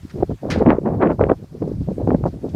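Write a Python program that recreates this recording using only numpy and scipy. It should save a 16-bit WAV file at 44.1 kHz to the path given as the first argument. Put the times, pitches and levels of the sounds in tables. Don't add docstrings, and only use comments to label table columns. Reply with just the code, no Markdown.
import sys
import numpy as np
from scipy import signal
from scipy.io import wavfile
from scipy.ndimage import uniform_filter1d

SR = 44100
rng = np.random.default_rng(int(sys.argv[2]) if len(sys.argv) > 2 else 0)


def undo_db(level):
    steps = np.asarray(level, float) / 20
    return 10 ** steps


def log_audio(samples):
    frames = np.atleast_2d(samples).T
    limited = np.clip(frames, -1, 1)
    pcm = np.round(limited * 32767).astype(np.int16)
    wavfile.write(sys.argv[1], SR, pcm)


N = 112455
T = np.arange(N) / SR


def evened(x):
    return x / np.sqrt(np.mean(x ** 2) + 1e-20)


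def read(points, hz):
    f, value = np.transpose(points)
    return np.interp(np.log(hz + 1), np.log(f + 1), value)


def noise(db_field):
    size = 2 * (len(db_field) - 1)
    real, imaginary = rng.standard_normal(db_field.T.shape + (2,)).T
    spectra = (real + 1j * imaginary) * undo_db(db_field)
    return signal.istft(spectra, nperseg=size, noverlap=size * 3 // 4)[1][:N]


def drift(seconds):
    lowpass = signal.butter(2, 0.25 / seconds, fs=SR, output="sos")
    return evened(signal.sosfilt(lowpass, rng.standard_normal(N)))


def wavelet(hz, cycles, phase):
    half = round(5 * cycles * SR / hz)
    u = np.arange(-half, half + 1) * hz / SR
    return np.exp(-.5 * (u / cycles) ** 2) * np.cos(2 * np.pi * u + phase)


def train(hz, per_cycle):
    push_chance, spread_db = .62, 2.0
    draw, size, sign = rng.random((N, 3)).T
    arrives = draw < per_cycle * hz / SR
    strength = undo_db(spread_db * np.minimum(-np.log(size + 1e-9), 2.8))
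    return evened(arrives * strength * np.where(sign < push_chance, 1, -1))


def place(rows):
    out = np.zeros(N + SR)
    for s, db, hz, cycles, phase in rows:
        w = wavelet(hz, cycles, phase)
        part = out[round((1 + s - len(w) / 2 / SR) * SR):][:len(w)]
        part += undo_db(db) * w[:len(part)]
    return out[SR:]


# (frequency [Hz], density [dB per Hz])
HISS_SPECTRUM = [(150, 4), (600, 6), (1500, 3), (2920, -2), (4890, -1.5), (9230, -9.5), (14600, -13),
                 (15500, -21)]


def hiss():
    level_db, patchy_db = -55.5, 1.4
    hz, frames = np.fft.rfftfreq(256, 1 / SR), N // 64 + 5
    patches = uniform_filter1d(rng.standard_normal((frames, len(hz))), 30, 0)
    patches = evened(uniform_filter1d(patches, 12, 1).T)
    return undo_db(level_db) * evened(noise(read(HISS_SPECTRUM, hz)[:, None] + patchy_db * patches))


# (onset [s], level [dB], hold [s], decay time T60 [s], low edge [Hz])
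LEAF_STROKES = [(0.02, -71, 0.0038, 0.055, 1500), (0.096, -49, 0.017, 0.058, 1190),
                (0.288, -75.5, .005, 0.065, 3000), (0.39, -92, .02, 0.071, 2000),
                (0.5012, -25.5, 0.015, 0.27, 1360), (0.583, -44, 0.0037, .2, 1490),
                (1.677, -60.5, 0.015, 0.055, 5800), (1.82, -64, .02, .1, 3000),
                (2.26, -53, 0.003, 0.04, 4230), (2.27, -56, 0.015, 0.1, 4230),
                (2.489, -51.5, 0.0086, 0.059, 3000), (2.5485, -48, .002, 0.04, 5100)]
# (frequency [Hz], density [dB per Hz])
LEAF_SPECTRUM = [(1730, -5), (2870, -14), (4650, -12.5), (14300, -43.5), (15500, -58.5)]


def leaves():
    attack_s, treble_dies, grain_db = 0.0025, .55, .7
    hz = np.fft.rfftfreq(128, 1 / SR)[:, None]
    t = np.arange(N // 32 + 5) * 32 / SR
    power = 1e-14
    for s, db, hold, t60, low_hz in LEAF_STROKES:
        colour = undo_db(read(LEAF_SPECTRUM, hz)) ** 2 / (1 + (low_hz / (hz + 1)) ** 8)
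        fall = np.maximum(t - s - hold, 0) / t60 * (hz / 2000 + .01) ** treble_dies
        attack = np.clip((t - s) / attack_s, 0, 1)
        power = power + colour / colour.mean() * undo_db(db - 60 * fall) ** 2 * attack
    grain = uniform_filter1d(rng.standard_normal((len(t), len(hz))), size=20, axis=1).T
    steady = noise(0 * power).std()
    return noise(10 * np.log10(power) + grain_db * evened(grain)) / steady


# (time [s], pressure [dB], air speed above the usual for that pressure [dB])
RUSHES = [
    [(0.0, -57, 2.5), (0.048, -34.5, -1), (0.122, -76, 9), (0.14, -29.5, -0.5), (0.19, -25.5, -0.5),
     (0.238, -20, 1), (0.26, -42, -3.5), (0.316, -19, -0.2), (0.4, -65.5, -3)],
    [(0.4, -56.5, 4), (0.44, -24.5, 1.5), (0.548, -25.5, 2.2), (0.56, -17, -4.5), (0.584, -20.5, -0.2),
     (0.62, -14.5, 1), (0.648, -22.5, 0.5), (0.655, -18, 4)],
    [(0.655, -27.5, -3.5), (0.667, -9.5, -3.1), (0.697, -5, 0.5), (0.759, -21, 2.6), (0.791, -20, 1.5),
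     (0.811, -32, 1), (0.82, -20, -1)],
    [(0.82, -29, -2.5), (0.862, -13.5, -0.3), (0.99, -22, 0.2), (1.024, -8.5, 1.7), (1.082, -12, -2.3),
     (1.11, -14, 1.8), (1.144, -24, 0.2), (1.17, -40, 4.5)],
    [(1.17, -38, -0.7), (1.206, -11.5, 0.7), (1.284, -22, 0.2), (1.296, -13, 3), (1.32, -12, -1.4),
     (1.38, -64, 16.5)],
]
# (time [s], pressure [dB], air speed above the usual [dB])
LATE_RUSHES = [
    [(1.38, -32, -3), (1.404, -32, -0.5), (1.442, -29.5, -0.7), (1.462, -57, 11), (1.492, -43.5, -3.5),
     (1.542, -28.5, 0), (1.59, -36, 2.2)],
    [(1.59, -44, 3), (1.622, -18.5, 1), (1.658, -24, -3), (1.672, -22.5, -0.1), (1.796, -32, -2.5),
     (1.814, -18.5, -6), (1.85, -41, 4)],
    [(1.85, -21, -10), (1.86, -39.5, -2), (1.886, -17.5, -2), (1.944, -31, -0.8), (1.975, -31, 0),
     (2.0, -21, -1.5), (2.02, -22, 0.5), (2.065, -22, -4)],
    [(2.065, -35, 1), (2.077, -14.5, -1.5), (2.157, -12.5, -4.2), (2.179, -28, -1.5), (2.23, -24, -1.5),
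     (2.267, -15, 0.6), (2.305, -39.5, 4), (2.32, -41, -1)],
    [(2.32, -48, 8), (2.332, -26.5, -1), (2.348, -26.5, -2), (2.414, -41.5, 5), (2.442, -20.5, -2),
     (2.53, -31.5, -1), (2.55, -14.5, -6)],
]


def rushes():
    calm_db = -49
    s, level_db, faster_db = np.vstack(RUSHES + LATE_RUSHES).T
    return np.maximum(np.interp(T, s, level_db), calm_db), np.interp(T, s, faster_db)


USUAL_DB = -20.5
# (time [s], pressure [dB])
RUMBLE = [(0.0, -51), (0.02, -48), (0.34, -36), (0.38, -64), (0.5, -30.5), (0.63, -34), (0.66, -21.5),
          (0.85, -41), (1.11, -27), (1.15, -40), (1.19, -20), (1.52, -51.5), (1.82, -25.5), (1.85, -37.5),
          (2.22, -28), (2.43, -46), (2.49, -45), (2.55, -62.5)]


def rumble(mean_db):
    level_db, follows = 5.5, 0.096
    swell_db = follows * (uniform_filter1d(mean_db, size=1500) - USUAL_DB)
    slow = undo_db(level_db + np.interp(T, *np.transpose(RUMBLE)) + swell_db)
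    out = np.zeros(N)
    for hz in 70.3 * np.array([.65, 1, 1.5]):
        w = wavelet(hz, 0.22, 0.51)
        out += signal.oaconvolve(train(hz, 1.3) * slow, w / np.linalg.norm(w) / np.sqrt(3), "same")
    return out


def crowding():
    depth_db, width_s = -3.5, 0.0049
    near = sum(np.exp(-.5 * ((T - row[0]) / width_s) ** 2) for row in THUMPS + LATE_THUMPS + PULLS)
    return depth_db * np.minimum(near, 1)


# (frequency [Hz], strength [dB])
EDDY_SPECTRUM = [(60, -12), (130, 5.5), (280, 3.5), (520, -3.5), (900, -17.5), (1600, -39), (3200, -66)]


def buffet(mean_db, faster_db):
    flicker_db, flicker_s, speed_per_db = 1.6, .003, 0.3736
    sparser_above_hz = 700
    level_db = mean_db + flicker_db * np.minimum(drift(flicker_s), 1.5)
    speed = undo_db(faster_db + speed_per_db * (level_db - USUAL_DB))
    sizes = np.geomspace(70, 4000, num=14)
    share = np.array([undo_db(read(EDDY_SPECTRUM, hz / speed)) * np.sqrt(hz) for hz in sizes])
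    share = share / np.linalg.norm(share, axis=0) * undo_db(level_db + crowding())
    out = np.zeros(N)
    for hz, gain in zip(sizes, share):
        w = wavelet(hz, 0.55, 0.25)
        arrivals = train(hz, 1.35 / (1 + hz / sparser_above_hz))
        out += signal.oaconvolve(arrivals * gain, w / np.linalg.norm(w), "same")
    return out


# (time [s], peak [dB])
SNAPS = [(0.228, -32.5), (0.6639, -12), (.69, -22), (0.7046, -2), (0.714, -30), (0.719, -26.5),
         (0.727, -26), (.785, -32), (0.8897, -31), (1.017, -16), (1.028, -21.5), (1.034, -18.5),
         (1.038, -27.5), (1.021, -24), (1.058, -26), (1.0737, -15), (1.085, -28), (1.105, -22),
         (1.1156, -21.5), (1.2129, -20), (1.2395, -10), (1.255, -32), (1.265, -32), (1.298, -18.5),
         (1.301, -23), (1.318, -27), (1.626, -33.5), (2.075, -30), (2.1076, -23.5), (2.147, -36),
         (2.239, -32), (2.261, -31)]


def snaps():
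    return place([(s, db + 0.3, 1500, 0.29, np.pi / 2) for s, db in SNAPS])


# (time [s], peak [dB], pitch [Hz], width [cycles])
THUMPS = [(.052, -24, 250, .6), (0.2266, -3.5, 422, 0.22), (0.2292, -3.5, 400, 0.21), (0.232, 0.5, 390, .3),
          (0.2967, -13.5, 370, 0.46), (0.3126, -17, 377, 0.38), (0.3247, -16.5, 280, 0.29),
          (0.5618, -5.5, 449, 0.33), (0.6085, -8, 460, 1.8), (0.6244, 1.5, 440, 0.32),
          (0.6368, -9.5, 277, 0.23), (0.6609, 0, 500, 0.25), (0.669, 3, 246, 0.45),
          (0.6744, 3.5, 450, 0.27), (.6808, 2, 299, 0.69), (0.6935, 5, 300, 0.6), (.6972, 1, 328, .35),
          (0.7044, 1, 600, 0.36), (0.7316, 1.5, 492, 0.4), (0.7862, -2.5, 407, 0.57), (.434, -16, 500, .4),
          (.455, -15, 500, .5), (.8899, -9.5, 590, 0.4), (1.0188, -11.5, 350, 0.26),
          (1.025, -3.5, 366, 0.35), (1.0335, -1, 336, 0.3), (1.0382, -7, 600, 0.24), (1.0535, -9, 520, 1.3),
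          (1.0792, -6.5, 400, 0.6), (1.0906, -7, 303, 0.25), (1.1085, 1, 420, 0.3), (1.1951, -3, 597, 0.24),
          (1.2122, 3.5, 517, 0.78), (1.2409, -3.5, 453, 1), (1.3006, 3, 416, 0.24), (1.3039, -6, 440, 0.22),
          (1.3134, -3.5, 447, 0.16), (1.3176, 4.5, 420, 0.29), (1.3237, -4.5, 388, 0.31)]
# (time [s], peak [dB], pitch [Hz], width [cycles])
LATE_THUMPS = [(1.552, -21, 400, .7), (1.629, -10, 323, 0.33), (1.6779, -12, 400, .4),
               (1.918, -14, 450, .5), (2.131, -9, 300, .6), (1.718, -11, 360, 0.44),
               (1.8082, -13, 199, 0.29), (1.8875, -6.5, 378, 0.22), (1.9829, -9.5, 370, 0.38),
               (2, -20, 490, 0.31), (2.0173, -14.5, 536, 0.78), (2.0758, -2, 420, 0.23),
               (2.0877, -9.5, 350, 0.32), (2.0942, -4, 298, 0.45), (2.1058, -7, 570, 0.13),
               (2.1182, -1, 412, 0.24), (2.1497, -1, 200, 0.51), (2.211, -12.5, 275, 0.29),
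               (2.2558, -6, 523, 0.25), (2.261, -3, 480, 0.3), (2.444, -8.5, 350, 0.3)]
# (time [s], peak [dB], pitch [Hz], width [cycles])
PULLS = [(0.1924, -17.5, 252, 0.19), (.666, 0, 500, .25), (1.2068, -4, 450, 0.33), (1.2683, -3.5, 334, 0.2),
         (1.2948, -8.5, 278, 0.42), (1.6238, -7.5, 298, 0.316), (2.1475, -0.5, 400, 0.18),
         (2.2399, -8, 400, 0.12), (2.238, -8, 110, .25), (.903, -16, 70, .3), (.975, -14, 70, .3),
         (1.188, -9, 130, .3)]


def thumps():
    level_db, skew = -0.5, -0.27
    rows = [(s, db + level_db, hz, cycles, skew) for s, db, hz, cycles in THUMPS + LATE_THUMPS]
    rows += [(s, db + level_db, hz, cycles, skew + np.pi) for s, db, hz, cycles in PULLS]
    return place(rows)


def wind():
    mean_db, faster_db = rushes()
    pressure = rumble(mean_db) + buffet(mean_db, faster_db) + snaps() + thumps()
    port = signal.butter(3, 55, "high", fs=SR, output="sos")
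    return undo_db(1.75) * signal.sosfilt(port, pressure)


def scene():
    return (hiss() + leaves() + wind())[None]


def top_cut(x):
    return signal.sosfilt(signal.butter(12, 15720, fs=SR, output="sos"), x)


def record(dry):
    knee_db, squeeze, recover_db_per_s, ceiling = -19, .3, 8, .97
    power_db = 10 * np.log10(abs(uniform_filter1d(dry[0] ** 2, 1500)) + 1e-12)
    fall = np.arange(N) * recover_db_per_s / SR
    held_db = np.maximum.accumulate(power_db + fall) - fall
    over_db = np.maximum(held_db - knee_db, 0)
    x = dry / undo_db(squeeze * uniform_filter1d(over_db, 400))
    return top_cut(x / (1 + (x / ceiling) ** 4) ** (1 / 4))


dry = scene()
out = record(dry)
log_audio(out)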